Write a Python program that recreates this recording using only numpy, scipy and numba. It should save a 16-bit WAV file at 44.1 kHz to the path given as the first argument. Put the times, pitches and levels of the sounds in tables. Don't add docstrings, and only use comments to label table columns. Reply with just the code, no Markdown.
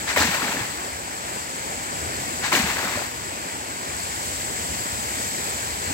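import sys
import numpy as np
from scipy import signal
from scipy.fft import rfft, irfft, next_fast_len
from scipy.io import wavfile
from scipy.ndimage import uniform_filter1d, map_coordinates
from numba import njit

SR = 44100
rng = np.random.default_rng(int(sys.argv[2]) if len(sys.argv) > 2 else 0)


def gain_from_decibels(decibels):
    exponent = np.asarray(decibels, float) / 20
    return 10 ** exponent


def generate_wav(signal):
    frames = np.transpose(np.atleast_2d(signal))
    scaled = np.clip(frames, -1, 1) * 32767
    pcm = np.round(scaled).astype(np.int16)
    wavfile.write(sys.argv[1], SR, pcm)


N = 261832

# burst_s, spurt_lead_s, burst_longer_s, backwash_longer_s, wash_db
VALVE_STROKES = [
    (0.157, 0.098, 0.01, .001, 0.35),
    (2.514, 0.098, 0.001, 0.021, -0.12),
]
# start_s, rise_s, hold_s, fall_db_per_s
SPURT = (0, .03, .015, 200)
SLAP = (0, .005, .012, 500)
BURST = (0.013, 0.022, .015, 111)
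WASH = (.11, .05, 0.034, 49)
BACKWASH = (0.23, 0.042, .14, 73)


def discharge(t, stage_db, late_s, quick):
    power = 1e-12
    stages = (SPURT, SLAP, BURST, WASH, BACKWASH)
    for burst_s, lead_s, burst_longer_s, backwash_longer_s, wash_db in VALVE_STROKES:
        shifts_s = (-lead_s, late_s, late_s, late_s, late_s)
        longer_s = (0, 0, burst_longer_s, 0, backwash_longer_s)
        levels_db = np.add(stage_db, (0, 0, 0, wash_db, wash_db))
        for (start, rise, hold, fall), shift, longer, db in zip(stages, shifts_s, longer_s, levels_db):
            age = t - burst_s - start - shift
            fallen_db = quick * fall * np.clip(age - rise - hold - longer, 0, None)
            power = power + (gain_from_decibels(db - fallen_db) * np.clip(age / rise, 0, 1)) ** 2
    return 10 * np.log10(power)


# (spurt_db, slap_db, burst_db, wash_db, backwash_db), late_s, fall_factor
SLOSH_STAGES = (-58, -20, -23.5, -38, -32.5), 0.013, 2.8
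FROTH_STAGES = (-23.5, -17.5, -21, -25.5, -31), 0.00082, 0.81
SPATTER_STAGES = (-33.5, -29.5, -28, -39.5, -41.5), 0.011, 1
MIST_STAGES = (-50, -28, -36, -39.5, -44.5), .002, 0.4
# peak_s, swell_db
SLOPS = [
    (0.349, 1.5),
    (.425, 0.5),
    (.5, 0.5),
    (.575, -1.5),
    (2.705, 1),
    (2.845, 2),
    (2.93, 0.5),
    (3.04, 2.5),
]
# frequency_hz, left_db_per_hz, right_db_per_hz
FROTH_COLOUR = [(80, -29, -33), (250, -9.5, -8), (440, -11.5, -12.5), (1010, -2, -1), (1300, -2.5, -5.5),
                (1800, 1.7, 0), (2570, -2.5, -13.5), (3100, -8.5, -13.5), (4420, -9, -9),
                (5660, -10.5, -21), (7830, -8, -19), (8950, -18, -23.5), (13100, -25.5, -15),
                (15600, -15, -19)]
# frequency_hz, likeness_0_to_1
PUMP_ALIKE = [(100, 0.93), (500, 1), (1200, 1), (2500, 0.1), (6000, 0.074)]
PUMP_LAG_S = -0.00015
SLOP_HALF_WIDTH_S, SLOP_SPRAYS = 0.012, 1.55


def gush():
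    t = np.arange(N) / SR
    slosh_db = discharge(t, *SLOSH_STAGES) - 7.0
    froth_db = discharge(t, *FROTH_STAGES) - 3.0
    spatter_db = discharge(t, *SPATTER_STAGES) + 3.5
    mist_db = discharge(t, *MIST_STAGES) - 0.5
    lumps = 0.63 * wobble(150) + 0.23 * wobble(29.3)
    slops = sum(db * np.exp(-((t - s) / SLOP_HALF_WIDTH_S) ** 2) for s, db in SLOPS)
    fine_db = SLOP_SPRAYS * slops + lumps
    stream = water(bubbles(count=50000, cycles=4, scatter_db=9), share=0.44, patchy_db=0.0)
    heard_at = (stream, FROTH_COLOUR, PUMP_ALIKE, PUMP_LAG_S)
    slosh = gain_from_decibels(slosh_db) * ports(*heard_at, low_hz=55, high_hz=470)
    froth = gain_from_decibels(froth_db + slops + lumps) * ports(*heard_at, low_hz=450, high_hz=3280)
    spatter = gain_from_decibels(spatter_db + fine_db) * ports(*heard_at, low_hz=3180, high_hz=9100)
    mist = gain_from_decibels(mist_db + fine_db) * ports(*heard_at, low_hz=9200, high_hz=30000)
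    return slosh + froth + spatter + mist


# start_s, level_db, pitch_hz
DROPS = [(.0924, -18, 1860), (.1625, -7, 2020), (.168, -13, 2250), (.1754, -5, 2000), (.1834, -14, 1810),
         (.2104, -18, 1850), (.222, -7, 1630), (.2284, -19, 1920), (.4199, -14, 1280), (.4826, -15, 1540),
         (.5696, -15, 1760), (.3247, -24, 1740), (.3537, -22, 1020), (2.4544, -17, 2200),
         (2.7124, -19, 1940), (2.5242, -17, 1300), (2.5284, -5, 2370), (2.5524, -3, 2700),
         (2.5604, -9, 1820), (2.7, -18, 1800), (2.769, -14, 1680), (2.7914, -15, 1550), (2.8547, -17, 1540),
         (2.874, -18, 1380)]
# start_s, level_db, pitch_hz
GULPS = [(.17, -14, 526), (.205, -18, 292), (.285, -20, 181), (.345, -22, 626), (.428, -20, 282),
         (.45, -21.5, 227), (.489, -23, 218), (.543, -26, 250), (.57, -27, 268), (0.607, -24.5, 110),
         (.917, -30, 77), (2.524, -11, 970), (2.541, -18.5, 259), (2.552, -20, 426), (2.597, -16.5, 223),
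         (2.624, -26.5, 74), (2.64, -19, 190), (2.84, -21, 530), (2.85, -25, 210), (2.955, -28, 90),
         (3.02, -18.5, 794), (2.19, -29, 121), (4.339, -31, 280), (4.69, -27, 69), (4.82, -31, 287),
         (5.199, -30.5, 250), (5.871, -27, 86), (5.907, -21.5, 285)]
# start_s, level_db, pitch_hz
BLOOPS = [
    (.2, -24.5, 81),
    (.245, -21.5, 235),
    (.5, -27, 670),
    (2.973, -20.5, 580),
    (2.992, -25, 990),
]
DROP_CYCLES, GULP_CYCLES, BLOOP_CYCLES = 4.5, 4.6, 9.7
DROP_LEFT_DB, GULP_LEFT_DB = 3.2, 1.6
DROP_LAG_S = -0.00012
PATTER_OVER_FROTH_DB, PATTER_HZ, PATTER_LOG_SPREAD = 2.5, 1650, .2


def single_bubbles():
    when, size_db, pitch = rng.random(120) * N / SR, rng.normal(0, 3, 120), rng.standard_normal(120)
    patter_db = discharge(when, *FROTH_STAGES) + PATTER_OVER_FROTH_DB + size_db
    patter = np.transpose([when, patter_db, PATTER_HZ * np.exp(PATTER_LOG_SPREAD * pitch)])
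    s, db, hz = np.transpose(np.concatenate([DROPS, patter]))
    drops = ring(np.zeros(N), s, hz, np.full(len(s), DROP_CYCLES), gain_from_decibels(db + 3.5), 0.017, SR)
    s, db, hz = np.transpose(np.concatenate([GULPS, BLOOPS]))
    cycles = np.repeat([GULP_CYCLES, BLOOP_CYCLES], [len(GULPS), len(BLOOPS)])
    gulps = ring(np.zeros(N), s, hz, cycles, gain_from_decibels(db + 1.5), 0.02, SR)
    halves = np.array([[0.5], [-0.5]])
    both = drops * gain_from_decibels(DROP_LEFT_DB * halves) + gulps * gain_from_decibels(GULP_LEFT_DB * halves)
    return filtered(both, lambda hz: lag_phase(hz, DROP_LAG_S))


# time_s, flow_over_fall_db, spray_carried_by_air_db
FLOW = [(0, 1, 1.5), (.9, 0, -0.5), (1.45, -0.5, 0), (2, 2, 1), (2.4, 1.5, 2), (3.3, -0.5, -0.5),
        (3.75, 0, 0), (4.25, 0.5, 3.5), (4.7, 1.5, 3.5), (5.3, 1, 4), (5.8, 1.5, 3), (5.94, 4, 3.5)]
# frequency_hz, left_db_per_hz, right_db_per_hz
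POUR_COLOUR = [(42.6, -9.5, -4), (74, -2, -3.5), (250, -2.5, -3.5), (467, -4.5, -5), (910, -2, -2.5),
               (1300, -6.5, -7.5), (1790, -3.5, -6.5), (2350, -5.5, -8), (3270, -9, -23.5),
               (4670, -12, -2.5)]
# frequency_hz, left_db_per_hz, right_db_per_hz
SPRAY_COLOUR = [(2600, -18, -6), (3300, -12.5, -7.5), (4560, -6.5, -15.5), (6100, -9.5, -16.5),
                (6880, -4, -15), (7110, -5.5, -4), (7930, 2, -3), (8450, -7, -6.5), (8870, -16.5, -12.5),
                (9460, -16.5, -19.5), (11000, -18.5, -12), (13000, -23, -11), (14500, -19, -14),
                (15700, -27.8, -9)]
# frequency_hz, likeness_0_to_1
CREEK_ALIKE = [(50, .99), (130, .985), (300, .95), (600, .82), (1200, .82), (2300, .55), (4500, .33),
               (8000, .1), (13000, .15)]
CREEK_LAG_S = 0.000418
POUR_DB, SPRAY_DB, THUD_DB, MIST_DB = -33, -34.5, -45.5, -49.5
THUD_GROWS, SPRAY_GROWS, MIST_FLIES = 2.4, 0.24, 2.15


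def creek():
    flow_db, carried_db = curves(FLOW)
    surge = .35 * wobble(6) + .3 * wobble(14)
    thud_db = THUD_DB + THUD_GROWS * flow_db + 1.3 * wobble(6.8) + 0.37 * wobble(2.88)
    pour_db = POUR_DB + flow_db + surge
    spray_db = SPRAY_DB + SPRAY_GROWS * flow_db + carried_db + surge
    mist_db = MIST_DB + MIST_FLIES * carried_db + surge
    rumble = rng.standard_normal((2, N))
    body = water(bubbles(count=30000, cycles=5.6, scatter_db=6.0), share=0.25, patchy_db=1.0)
    fizz = water(bubbles(count=40000, cycles=3.7, scatter_db=18.5), share=0.24, patchy_db=1.0)
    place = (CREEK_ALIKE, CREEK_LAG_S)
    thud = gain_from_decibels(thud_db) * ports(rumble, POUR_COLOUR, *place, low_hz=52, high_hz=99)
    pour = gain_from_decibels(pour_db) * ports(body, POUR_COLOUR, *place, low_hz=130, high_hz=3060)
    spray = gain_from_decibels(spray_db) * ports(fizz, SPRAY_COLOUR, *place, low_hz=3120, high_hz=9500)
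    mist = gain_from_decibels(mist_db) * ports(fizz, SPRAY_COLOUR, *place, low_hz=9250, high_hz=30400)
    return thud + pour + spray + mist


def water(grains, share, patchy_db):
    z = signal.stft(rng.standard_normal((2, N)), nperseg=512)[2]
    field = uniform_filter1d(rng.standard_normal(z.shape[1:]), size=6, axis=0)
    field = uniform_filter1d(field, size=10, axis=1)
    hiss = unit(signal.istft(z * gain_from_decibels(patchy_db * unit(field)), nperseg=512)[1][:, :N])
    share = np.clip(share, 0, 1)
    return np.sqrt(1 - share) * hiss + np.sqrt(share) * grains


def bubbles(count, cycles, scatter_db):
    swarm = []
    for draw in rng.random((2, count, 4)):
        start_s = draw[:, 0] * N / SR
        hz = 150 + draw[:, 1] * 16500
        gain = np.sqrt(hz) * gain_from_decibels(np.clip(scatter_db, 0, 16) * draw[:, 2] ** 2)
        decay_cycles = cycles * (.5 + draw[:, 3])
        swarm.append(unit(ring(np.zeros(N), start_s, hz, decay_cycles, gain, 0.099, SR)))
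    return np.array(swarm)


@njit
def ring(out, s, hz, cycles, gain, rise, sr):
    for k in range(len(s)):
        first = int(s[k] * sr)
        for i in range(min(int(2 * cycles[k] * sr / hz[k]), len(out) - first)):
            turn = i * hz[k] / sr
            age = turn / cycles[k]
            envelope = gain[k] * (1 - np.exp(-2 * turn)) * np.exp(-2.5 * age)
            out[first + i] += envelope * np.sin(2 * np.pi * turn * (1 + rise * age))
    return out


def ports(pair, colour, alike, lag_s, low_hz, high_hz):
    def turn(hz):
        return np.arccos(np.clip(along(alike, hz)[0], 0, 1)) / 2

    def path(hz):
        return gain_from_decibels(along(colour, hz)) * band(hz, low_hz, high_hz) * lag_phase(hz, lag_s)

    mid, side = filtered(pair, lambda hz: np.array([np.cos(turn(hz)), np.sin(turn(hz))]))
    return unit(filtered([mid + side, mid - side], path))


def lag_phase(hz, lag_s):
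    return np.exp(-1j * np.pi * hz * lag_s * np.array([[1], [-1]]))


def band(hz, low_hz, high_hz):
    return np.sqrt(hz ** 6 / (hz ** 6 + low_hz ** 6) / (1 + (hz / high_hz) ** 6))


def filtered(x, response):
    m = next_fast_len(N + 8192)
    return irfft(rfft(x, m) * response(np.fft.rfftfreq(m, 1 / SR)), m)[..., :N]


def wobble(rate):
    knots = rng.standard_normal(int(N * rate / SR) + 4)
    return map_coordinates(knots, [np.arange(N) * rate / SR])


def curves(rows):
    s, *cols = np.transpose(rows)
    return [np.interp(np.arange(N) / SR, s, c) for c in cols]


def along(points, hz):
    f, *cols = np.transpose(points)
    return np.array([np.interp(np.log(hz + 1), np.log(f + 1), c) for c in cols])


def unit(x):
    return x / np.sqrt(np.mean(x ** 2) + 1e-20)


def scene():
    return gush() + single_bubbles() + creek()


def band_limit(x):
    return signal.sosfilt(signal.butter(12, 17030, fs=SR, output="sos"), x)


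def record(dry):
    noise = rng.standard_normal((2, N))
    hiss = gain_from_decibels(-62) * filtered(noise, lambda hz: band(hz, low_hz=12000, high_hz=1e6))
    corner_hz = np.array([[12], [45]])
    top_hz = 15900

    def response(hz):
        roll_off = 1j * hz / (corner_hz + 1j * hz)
        return roll_off * band(hz, low_hz=45.6, high_hz=1e6) * (hz < top_hz)

    mix = filtered(dry + hiss, response)
    return band_limit(mix)


dry = scene()
out = record(dry)
generate_wav(out)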